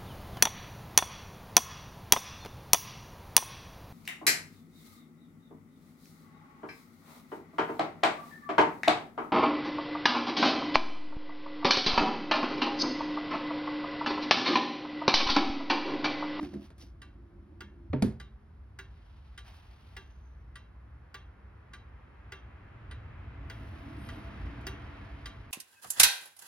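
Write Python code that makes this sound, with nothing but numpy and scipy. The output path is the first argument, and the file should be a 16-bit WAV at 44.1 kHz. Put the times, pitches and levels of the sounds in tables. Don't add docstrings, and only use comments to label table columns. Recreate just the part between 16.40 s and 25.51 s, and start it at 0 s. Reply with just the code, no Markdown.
import sys
import numpy as np
from scipy import signal
from scipy.fft import rfft, irfft, next_fast_len
from scipy.io import wavfile

SR = 44100
rng = np.random.default_rng(int(sys.argv[2]) if len(sys.argv) > 2 else 0)


def waveform_to_disk(signal):
    frames = np.transpose(np.atleast_2d(signal))
    scaled = np.clip(frames, -1, 1) * 32767
    samples = np.round(scaled).astype(np.int16)
    wavfile.write(sys.argv[1], SR, samples)


N = 401751
TIME = np.arange(N) / SR
AGE = TIME[:SR]
EDGES = np.geomspace(20, 16500, 34)
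BANK = [(np.sqrt(lo * hi), signal.butter(2, [lo, hi], "band", fs=SR, output="sos"))
        for lo, hi in zip(EDGES, EDGES[1:])]

# f/Hz, relative density/dB
RUMBLE_SPECTRUM = [(25, -29), (33, -29.5), (44, -8.5), (55, 7), (70, 2), (90, -3), (120, -9), (170, -18),
                   (210, -16), (280, -27), (450, -34)]
ENGINE_SPECTRUM = [(25, -20), (45, 0.5), (56, 4), (75, 3.5), (115, 0), (170, -19.5), (210, -22), (290, -26),
                   (450, -24)]
TYRE_SPECTRUM = [(100, 17), (180, -4), (300, 3), (450, -1.5), (650, -2), (1000, 0), (1500, -1), (2200, -4),
                 (3200, -13), (5000, -30.5), (7400, -55), (13500, -38)]
HISS_SPECTRUM = [(300, -16), (1500, 12), (3000, 4), (5500, -3.5), (7500, -14), (10000, -9.5),
                 (12500, -12.5), (16000, -32)]
# f/Hz, relative density/dB
BRUSH_SPECTRUM = [(600, 12), (1600, 3), (3000, 3.5), (5500, -5.5), (7000, -41), (8400, -11), (12300, -16),
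                  (15500, -18.5)]
CRACK_SPECTRUM = [(150, 20.5), (350, 14.5), (700, 9.5), (1100, 1), (1900, 2), (3000, -3.5), (4400, -3),
                  (6000, -10), (8500, -8.5), (12000, -12), (16000, -24)]
CLATTER_SPECTRUM = [(300, -7), (600, -12), (1000, -3), (1450, 4.5), (2000, -1), (2500, 3.5), (3300, -5.5),
                    (4100, -7.5), (4900, -9), (6700, -17), (8100, -16.5), (9900, -19.5), (12200, -31),
                    (15500, -14)]
# hold from/s, hold until/s, level/dB, rise/(dB/s), fall/(dB/s)
TYRE_ENVELOPE = (8, 8.5, -55, 4, 10.5)
ENGINE_ENVELOPE = (6.5, 8.5, -45.5, 21, 9)
HINGE_ENVELOPE = (1.05, 1.7, -58, 8.5, 111)
DIAL_ENVELOPE = (7.5, 8.0, -49, 20, 9)
# t/s, half-width/s, level/dB
RUMBLE_SWELL = (8.04, 0.11, -39)
# t/s, half-width/s, slip rate/Hz, level/dB
DOOR_GROANS = [(0.026, 0.019, 300, -30), (0.063, 0.036, 360, -42), (0.167, 0.019, 266, -48)]
# t/s, level/dB
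DOOR_SLIPS = [(0.028, -35.5), (0.133, -33), (0.157, -34.5), (0.427, -44.5)]
# f/Hz, T60/s, level/dB
PANEL_MODES = [(151.4, 0.12, -9), (202, 0.3, -9.5), (235.6, 0.16, -10.5), (283.3, 0.13, -1.5),
               (341.7, 0.12, -5.5), (474, 0.052, -7), (554, 0.071, -22), (666.4, 0.17, -19)]
GONG_MODES = [(209, 3.1, -46), (404, 3.2, -52.5)]
HAND_MODES = [(4740, 0.033, -4), (5300, 0.026, -6)]
# t/s, half-width/s, level/dB, treble/dB, squeak/dB
BRUSH_STROKES = [(0.037, 0.042, -50.5, -5.5, -1), (0.133, 0.06, -59.5, -4, 0), (0.241, 0.045, -62, 2.5, -8),
                 (0.42, 0.025, -68, 14.5, 7), (0.448, 0.056, -77, 14.5, 4),
                 (3.085, 0.036, -55.5, -0.5, -14), (3.16, 0.034, -64, 4.5, -16)]
# f/Hz, Q, gain/dB
SCRAPE_RESONANCES = [(1600, 31, -7), (2680, 68, -7)]
# t/s, level/dB, treble/dB
LIGHT_TAPS = [(0.029, -37, -15), (0.14, -41.5, -9), (0.3036, -45, -25), (.381, -59, 13.5), (8.211, -67, 15),
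              (8.268, -35.5, 3.5)]
# t/s, level/dB, treble/dB
PENDULUM_BEATS = [(0.6175, -39.5, 1), (1.2058, -36, -2), (1.7993, -38.5, 2), (2.388, -36.5, 1.5),
                  (2.9766, -40, 7), (3.5655, -36.5, 2), (4.1555, -39, 2), (4.7426, -34.5, -1.5),
                  (5.3343, -36.5, -0.5), (5.9204, -34.5, -1.5), (6.5108, -36.5, -5.5), (7.0985, -34.5, -2),
                  (7.688, -35.5, -0.5), (8.2675, -31.5, 2), (8.8572, -36, 7.5)]
# f/Hz, T60/s, level from first pallet/dB, from second/dB
MOVEMENT_MODES = [(386.2, 0.2, -33, -13.5), (918, 0.15, -31, -21), (1170, 0.2, -12.5, -12.5),
                  (1443, 0.098, -11.5, -7.5), (1517, 0.048, -15, -13), (1610, 0.18, -21.5, -14.5),
                  (1701, 0.087, -18.5, -10), (1936, 0.088, -10.5, -11.5), (2013, 0.064, -13, -10),
                  (2730, 0.31, -23, -20.5), (2760, 0.31, -26, -17), (3120, 0.25, -22, -29.5),
                  (3240, 0.33, -22.5, -19.5), (3430, 0.22, -43, -23), (3655, 0.31, -26.5, -26.5),
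                  (3850, 0.26, -22, -26), (3945, 0.27, -23, -30), (4070, 0.23, -30, -27),
                  (4200, 0.079, -48, -33), (4700, 0.035, -15.5, -12), (5050, 0.058, -23, -21),
                  (5770, 0.17, -30, -28), (5930, 0.27, -33, -27), (6480, 0.077, -29, -22),
                  (6800, 0.05, -36, -28), (7660, 0.04, -37, -16), (9530, 0.071, -26, -48),
                  (12940, 0.08, -50, -25)]
# f/Hz, Q, depth (0 to 1)
ANTIRESONANCES = [(1236, 4.1, 1), (2510, 4.3, 0.67), (4170, 17, 0.8), (5600, 12, 0.1)]
# t/s, thump/dB, crack/dB, crack cutoff/Hz, lead of the crack/s
STOP_IMPACTS = [(1.538, -20, -16.5, 3030, 0.00746), (1.6255, -13, -12.5, 12900, 0.00343)]
# f/Hz, T60/s, level from first contact point/dB, from second/dB
CASE_MODES = [(60.5, 0.93, -25, -26), (85.9, 0.44, -50, -18), (120, 0.3, -47, -12), (134.6, 0.67, -7, -22),
              (177.6, 0.33, -45, -23), (207, 0.23, -19, -5), (223, 0.25, -50, -7.5),
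              (255.4, 0.16, -3.5, -4), (284.5, 0.15, -5, -11.5), (328, 0.2, -18, -19.5),
              (375, 0.24, -17, -17), (412, 0.22, -11.5, -16.5), (497, 0.16, -14.5, -18.5),
              (610, 0.087, -7, -26), (903, 0.17, -19.5, -34)]
# hold from/s, hold until/s, level/dB, treble/dB
RUSTLES = [(2.516, 2.945, -69.5, -17), (3.134, 3.56, -65.5, -2), (7.125, 7.718, -64, 3),
           (7.642, 8.956, -64, -46)]
# t/s, half-width/s, top f/Hz, spread/Hz, level/dB
CLOTH_WHISTLES = [(3.76, 0.3, 6150, 82, -81.5), (7.665, .085, 9200, 160, -67.5),
                  (7.655, 0.08, 11500, 190, -72.5), (7.765, 0.07, 11400, 240, -75)]
# t/s, level/dB
HAND_SNAPS = [(8.2673, -36), (8.857, -44)]
# f/Hz, correlation
COHERENCE = [(30, 0.99), (130, 0.99), (370, 0.66), (680, 0.047), (1300, 0.53), (2000, 0.39), (3000, 0.15),
             (4300, 0.95), (5500, 1)]
# f/Hz, phase/rad
PORT_PHASE = [(0, 0), (2100, 0.42), (2900, 1.48), (4900, 1.19), (7300, 2.5), (10450, 7), (13500, 8.5),
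              (16000, 11.5)]


def amp(db):
    return 10 ** (np.asarray(db) / 20)


def at_hz(points, hz):
    f, value = np.transpose(points)
    return np.interp(np.log(hz), np.log(f), value)


def add(out, s, sound):
    start = max(0, round(s * SR))
    out[:, start:start + sound.shape[1]] += sound[:, :N - start]


def lowpass(x, hz, order=2):
    return signal.sosfilt(signal.butter(order, hz, fs=SR, output="sos"), x)


def treble(x, gain_db, corner_hz=3500):
    highs = signal.sosfilt(signal.butter(1, corner_hz, "high", fs=SR, output="sos"), x)
    return x + (amp(gain_db) - 1) * highs


def sustain(start_s, end_s, level_db, rise_db_per_s, fall_db_per_s):
    before, after = np.maximum(0, start_s - TIME), np.maximum(0, TIME - end_s)
    return amp(level_db - rise_db_per_s * before - fall_db_per_s * after)


def swell(s, half_s, level_db):
    return amp(level_db) * np.exp(-np.minimum(((TIME - s) / half_s) ** 2, 60))


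def grain(size, depth_db, rate_hz):
    slow = lowpass(rng.standard_normal(size), rate_hz)
    gain = amp(depth_db * slow / slow.std())
    return gain / np.sqrt(np.mean(gain ** 2))


def noise(spectrum, size, envelope=lambda hz: 1):
    white, out, power = rng.standard_normal((2, 2, size + SR // 4)), 0, 0
    for k, (hz, sos) in enumerate(BANK):
        if spectrum[0][0] <= hz <= spectrum[-1][0]:
            mid, side = signal.sosfilt(sos, white[k % 2])[:, -size:]
            alike = at_hz(COHERENCE, hz)
            mid, side = np.sqrt(1 + alike) * mid, np.sqrt(1 - alike) * side
            band = amp(at_hz(spectrum, hz)) * np.array([mid + side, mid - side])
            power += np.mean(band ** 2)
            out = out + band * envelope(hz)
    return out / np.sqrt(power)


def burst(spectrum, t60, room_db, room_t60, damping, rise_s):
    since = AGE[:SR // 2]

    def decay(hz):
        age = since * (hz / 2000) ** damping
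        return amp(-60 * age / t60) + amp(room_db - 60 * age / room_t60)
    return noise(spectrum, len(since), decay) * (1 - np.exp(-since / rise_s))


def ring(modes, rise_cycles, scatter_db, point=0, disorder=1, split=0):
    out = np.zeros((2, len(AGE)))
    for k, (hz, t60, *levels) in enumerate(modes):
        apart = np.arccos(at_hz(COHERENCE, hz)) * (-1) ** k / 2
        phase = disorder * rng.uniform(-np.pi, np.pi) + np.array([[apart], [-apart]])
        envelope = amp(-60 * AGE / t60) * (1 - np.exp(-AGE * hz / rise_cycles))
        beating = np.cos(2 * np.pi * hz * split * rng.random() * AGE)
        gain = amp(levels[point] + scatter_db * rng.normal())
        out += gain * envelope * beating * np.sin(2 * np.pi * hz * AGE + phase)
    return out * np.minimum(1, 2 * (AGE[-1] - AGE))


def street(traffic_floor_db=-70, tyre_gain_db=5, near_hz=5000, rumble_db=-51, hiss_db=-78.5):
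    traffic = np.hypot(sustain(*TYRE_ENVELOPE), amp(traffic_floor_db))
    corner_hz = near_hz * (traffic / traffic.max()) ** 0.8
    tyres = noise(TYRE_SPECTRUM, N, lambda hz: 1 / np.sqrt(1 + (hz / corner_hz) ** 4))
    building = np.hypot(amp(rumble_db), swell(*RUMBLE_SWELL)) * noise(RUMBLE_SPECTRUM, N)
    engine = sustain(*ENGINE_ENVELOPE) * noise(ENGINE_SPECTRUM, N)
    hiss = amp(hiss_db) * noise(HISS_SPECTRUM, N)
    return building + engine + amp(tyre_gain_db) * traffic * tyres + hiss


def rubbing(gain, slips_per_s=600):
    friction = rng.standard_normal((1, N)) * (rng.random(N) < slips_per_s / SR)
    panel = ring(PANEL_MODES, rise_cycles=0.48, scatter_db=7)
    hum = signal.oaconvolve(friction, panel, axes=1)[:, :N]
    return gain * hum / hum.std()


def door_swing(overtone_db=-24):
    out, rub = np.zeros((2, N)), sustain(*HINGE_ENVELOPE)
    for s, half_s, slip_hz, level_db in DOOR_GROANS:
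        phase = 2 * np.pi * slip_hz * TIME
        out += swell(s, half_s, level_db) * (np.sin(phase) + amp(overtone_db) * np.sin(2 * phase))
        rub = np.maximum(rub, sustain(s, s, level_db=-42, rise_db_per_s=330, fall_db_per_s=170))
    for s, level_db in DOOR_SLIPS:
        add(out, s, amp(level_db) * ring(PANEL_MODES, rise_cycles=0.79, scatter_db=-1, disorder=0.51))
    return out + rubbing(rub)


def brushing(squeak_hz=5700, squeak_q=4.5):
    out = np.zeros((2, N))
    for s, half_s, level_db, treble_db, squeak_db in BRUSH_STROKES:
        start = max(0, s - 0.5)
        stroke = amp(level_db) * np.exp(-((AGE + start - s) / half_s) ** 2)
        friction = noise(BRUSH_SPECTRUM, len(AGE))
        brush = friction + sum(amp(db) * signal.lfilter(*signal.iirpeak(hz, q, fs=SR), friction)
                               for hz, q, db in SCRAPE_RESONANCES + [(squeak_hz, squeak_q, squeak_db)])
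        brush = treble(brush / brush.std(), treble_db)
        add(out, start, stroke * grain(len(AGE), depth_db=2, rate_hz=130) * brush)
    return out


def taps():
    out = np.zeros((2, N))
    for s, level_db, treble_db in LIGHT_TAPS:
        click = burst(CRACK_SPECTRUM, t60=0.013, room_db=-9.5, room_t60=0.18, damping=0.06, rise_s=0.00033)
        add(out, s, amp(level_db) * treble(click, treble_db))
    return out


def hollow(x):
    for hz, q, depth in ANTIRESONANCES:
        notched = signal.lfilter(*signal.iirnotch(hz, q, fs=SR), x)
        x = x + depth * (notched - x)
    return x


def escapement(clatter_db=-5, tooth_db=-6, seat_s=0.0025, recoil_s=0.012):
    out = np.zeros((2, N))
    strikes = [burst(CLATTER_SPECTRUM, t60=0.029, room_db=-12.5, room_t60=0.39, damping=0.57,
                     rise_s=0.00024) for _ in range(len(PENDULUM_BEATS) + 2)]
    pallets, teeth = strikes[:2], strikes[2:]
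    for k, (s, level_db, treble_db) in enumerate(PENDULUM_BEATS):
        clatter = (pallets[k % 2] + amp(tooth_db) * teeth[k]) / np.hypot(1, amp(tooth_db))
        if k % 2 == 0:
            clatter = treble(clatter, gain_db=-8, corner_hz=12900)
        clatter = amp(level_db + clatter_db) * treble(hollow(clatter), treble_db)
        for delay, contact_db in [(0, -4), (seat_s, -1), (recoil_s, -5)]:
            add(out, s + delay * rng.uniform(0.8, 1.1), amp(contact_db) * clatter)
        brass = ring(MOVEMENT_MODES, rise_cycles=4.4, scatter_db=3, point=k % 2, split=0.0029)
        add(out, s, amp(level_db) * treble(brass, treble_db))
    return out


def door_bumps(shove_s=1.4995, shove_hz=87, shove_t60=0.21, shove_db=-27):
    out = np.zeros((2, N))
    add(out, shove_s, ring([(shove_hz, shove_t60, shove_db)], rise_cycles=0.5, scatter_db=1, disorder=0))
    for point, (s, thump_db, crack_db, top_hz, lead_s) in enumerate(STOP_IMPACTS):
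        boom = ring(CASE_MODES, rise_cycles=0.44, scatter_db=0.5, point=point, disorder=0.36)
        gong = ring(GONG_MODES, rise_cycles=2.6, scatter_db=1.5)
        add(out, s, amp(thump_db) * (boom + gong))
        crack = burst(CRACK_SPECTRUM, t60=0.021, room_db=-22.5, room_t60=0.3, damping=0.2, rise_s=0.0037)
        add(out, s - lead_s, amp(crack_db) * lowpass(crack, top_hz, order=3))
    return out


def sleeve(pitch_sag=0.074):
    out = np.zeros((2, N))
    cloth = noise(BRUSH_SPECTRUM, N) * grain(N, depth_db=1.5, rate_hz=40)
    for start_s, end_s, level_db, treble_db in RUSTLES:
        motion = sustain(start_s, end_s, level_db, rise_db_per_s=197, fall_db_per_s=38.5)
        out += motion * treble(cloth, treble_db, corner_hz=7700)
    for s, half_s, top_hz, spread_hz, level_db in CLOTH_WHISTLES:
        unsteady = lowpass(rng.standard_normal(N), spread_hz)
        hz = top_hz / (1 + pitch_sag * ((TIME - s) / half_s) ** 2)
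        whistle = np.sin(2 * np.pi * np.cumsum(hz) / SR)
        out += swell(s, half_s, level_db) * whistle * unsteady / unsteady.std()
    return out


def minute_hand():
    out = np.zeros((2, N))
    for s, level_db in HAND_SNAPS:
        add(out, s, amp(level_db) * ring(HAND_MODES, rise_cycles=5.3, scatter_db=-4))
    return out


def narrow(x, side_db):
    mid, side = (x[0] + x[1]) / 2, amp(side_db) * (x[0] - x[1]) / 2
    return np.array([mid + side, mid - side])


def pan(x, right_db):
    return x * amp([[-right_db / 2], [right_db / 2]])


def scene():
    clock = narrow(escapement() + minute_hand(), side_db=-9)
    door = door_bumps() + door_swing()
    finger_on_dial = rubbing(sustain(*DIAL_ENVELOPE))
    wood = narrow(door + finger_on_dial + brushing() + taps(), side_db=-5.5)
    return pan(clock, right_db=0.5) + pan(wood, right_db=1.3) + sleeve() + pan(street(), right_db=0.24)


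def record(dry, cutoff_hz=15800):
    size = next_fast_len(N + SR // 10)
    hz = np.arange(size // 2 + 1) * SR / size
    lead = np.interp(hz, *np.transpose(PORT_PHASE))
    shift = np.exp(1j * np.array([lead, -lead]) / 2)
    wide = irfft(rfft(dry, size) * shift, size)[:, :N]
    return signal.sosfilt(signal.ellip(10, 0.1, 80, cutoff_hz, fs=SR, output="sos"), wide)


dry = scene()
out = record(dry)
waveform_to_disk(out)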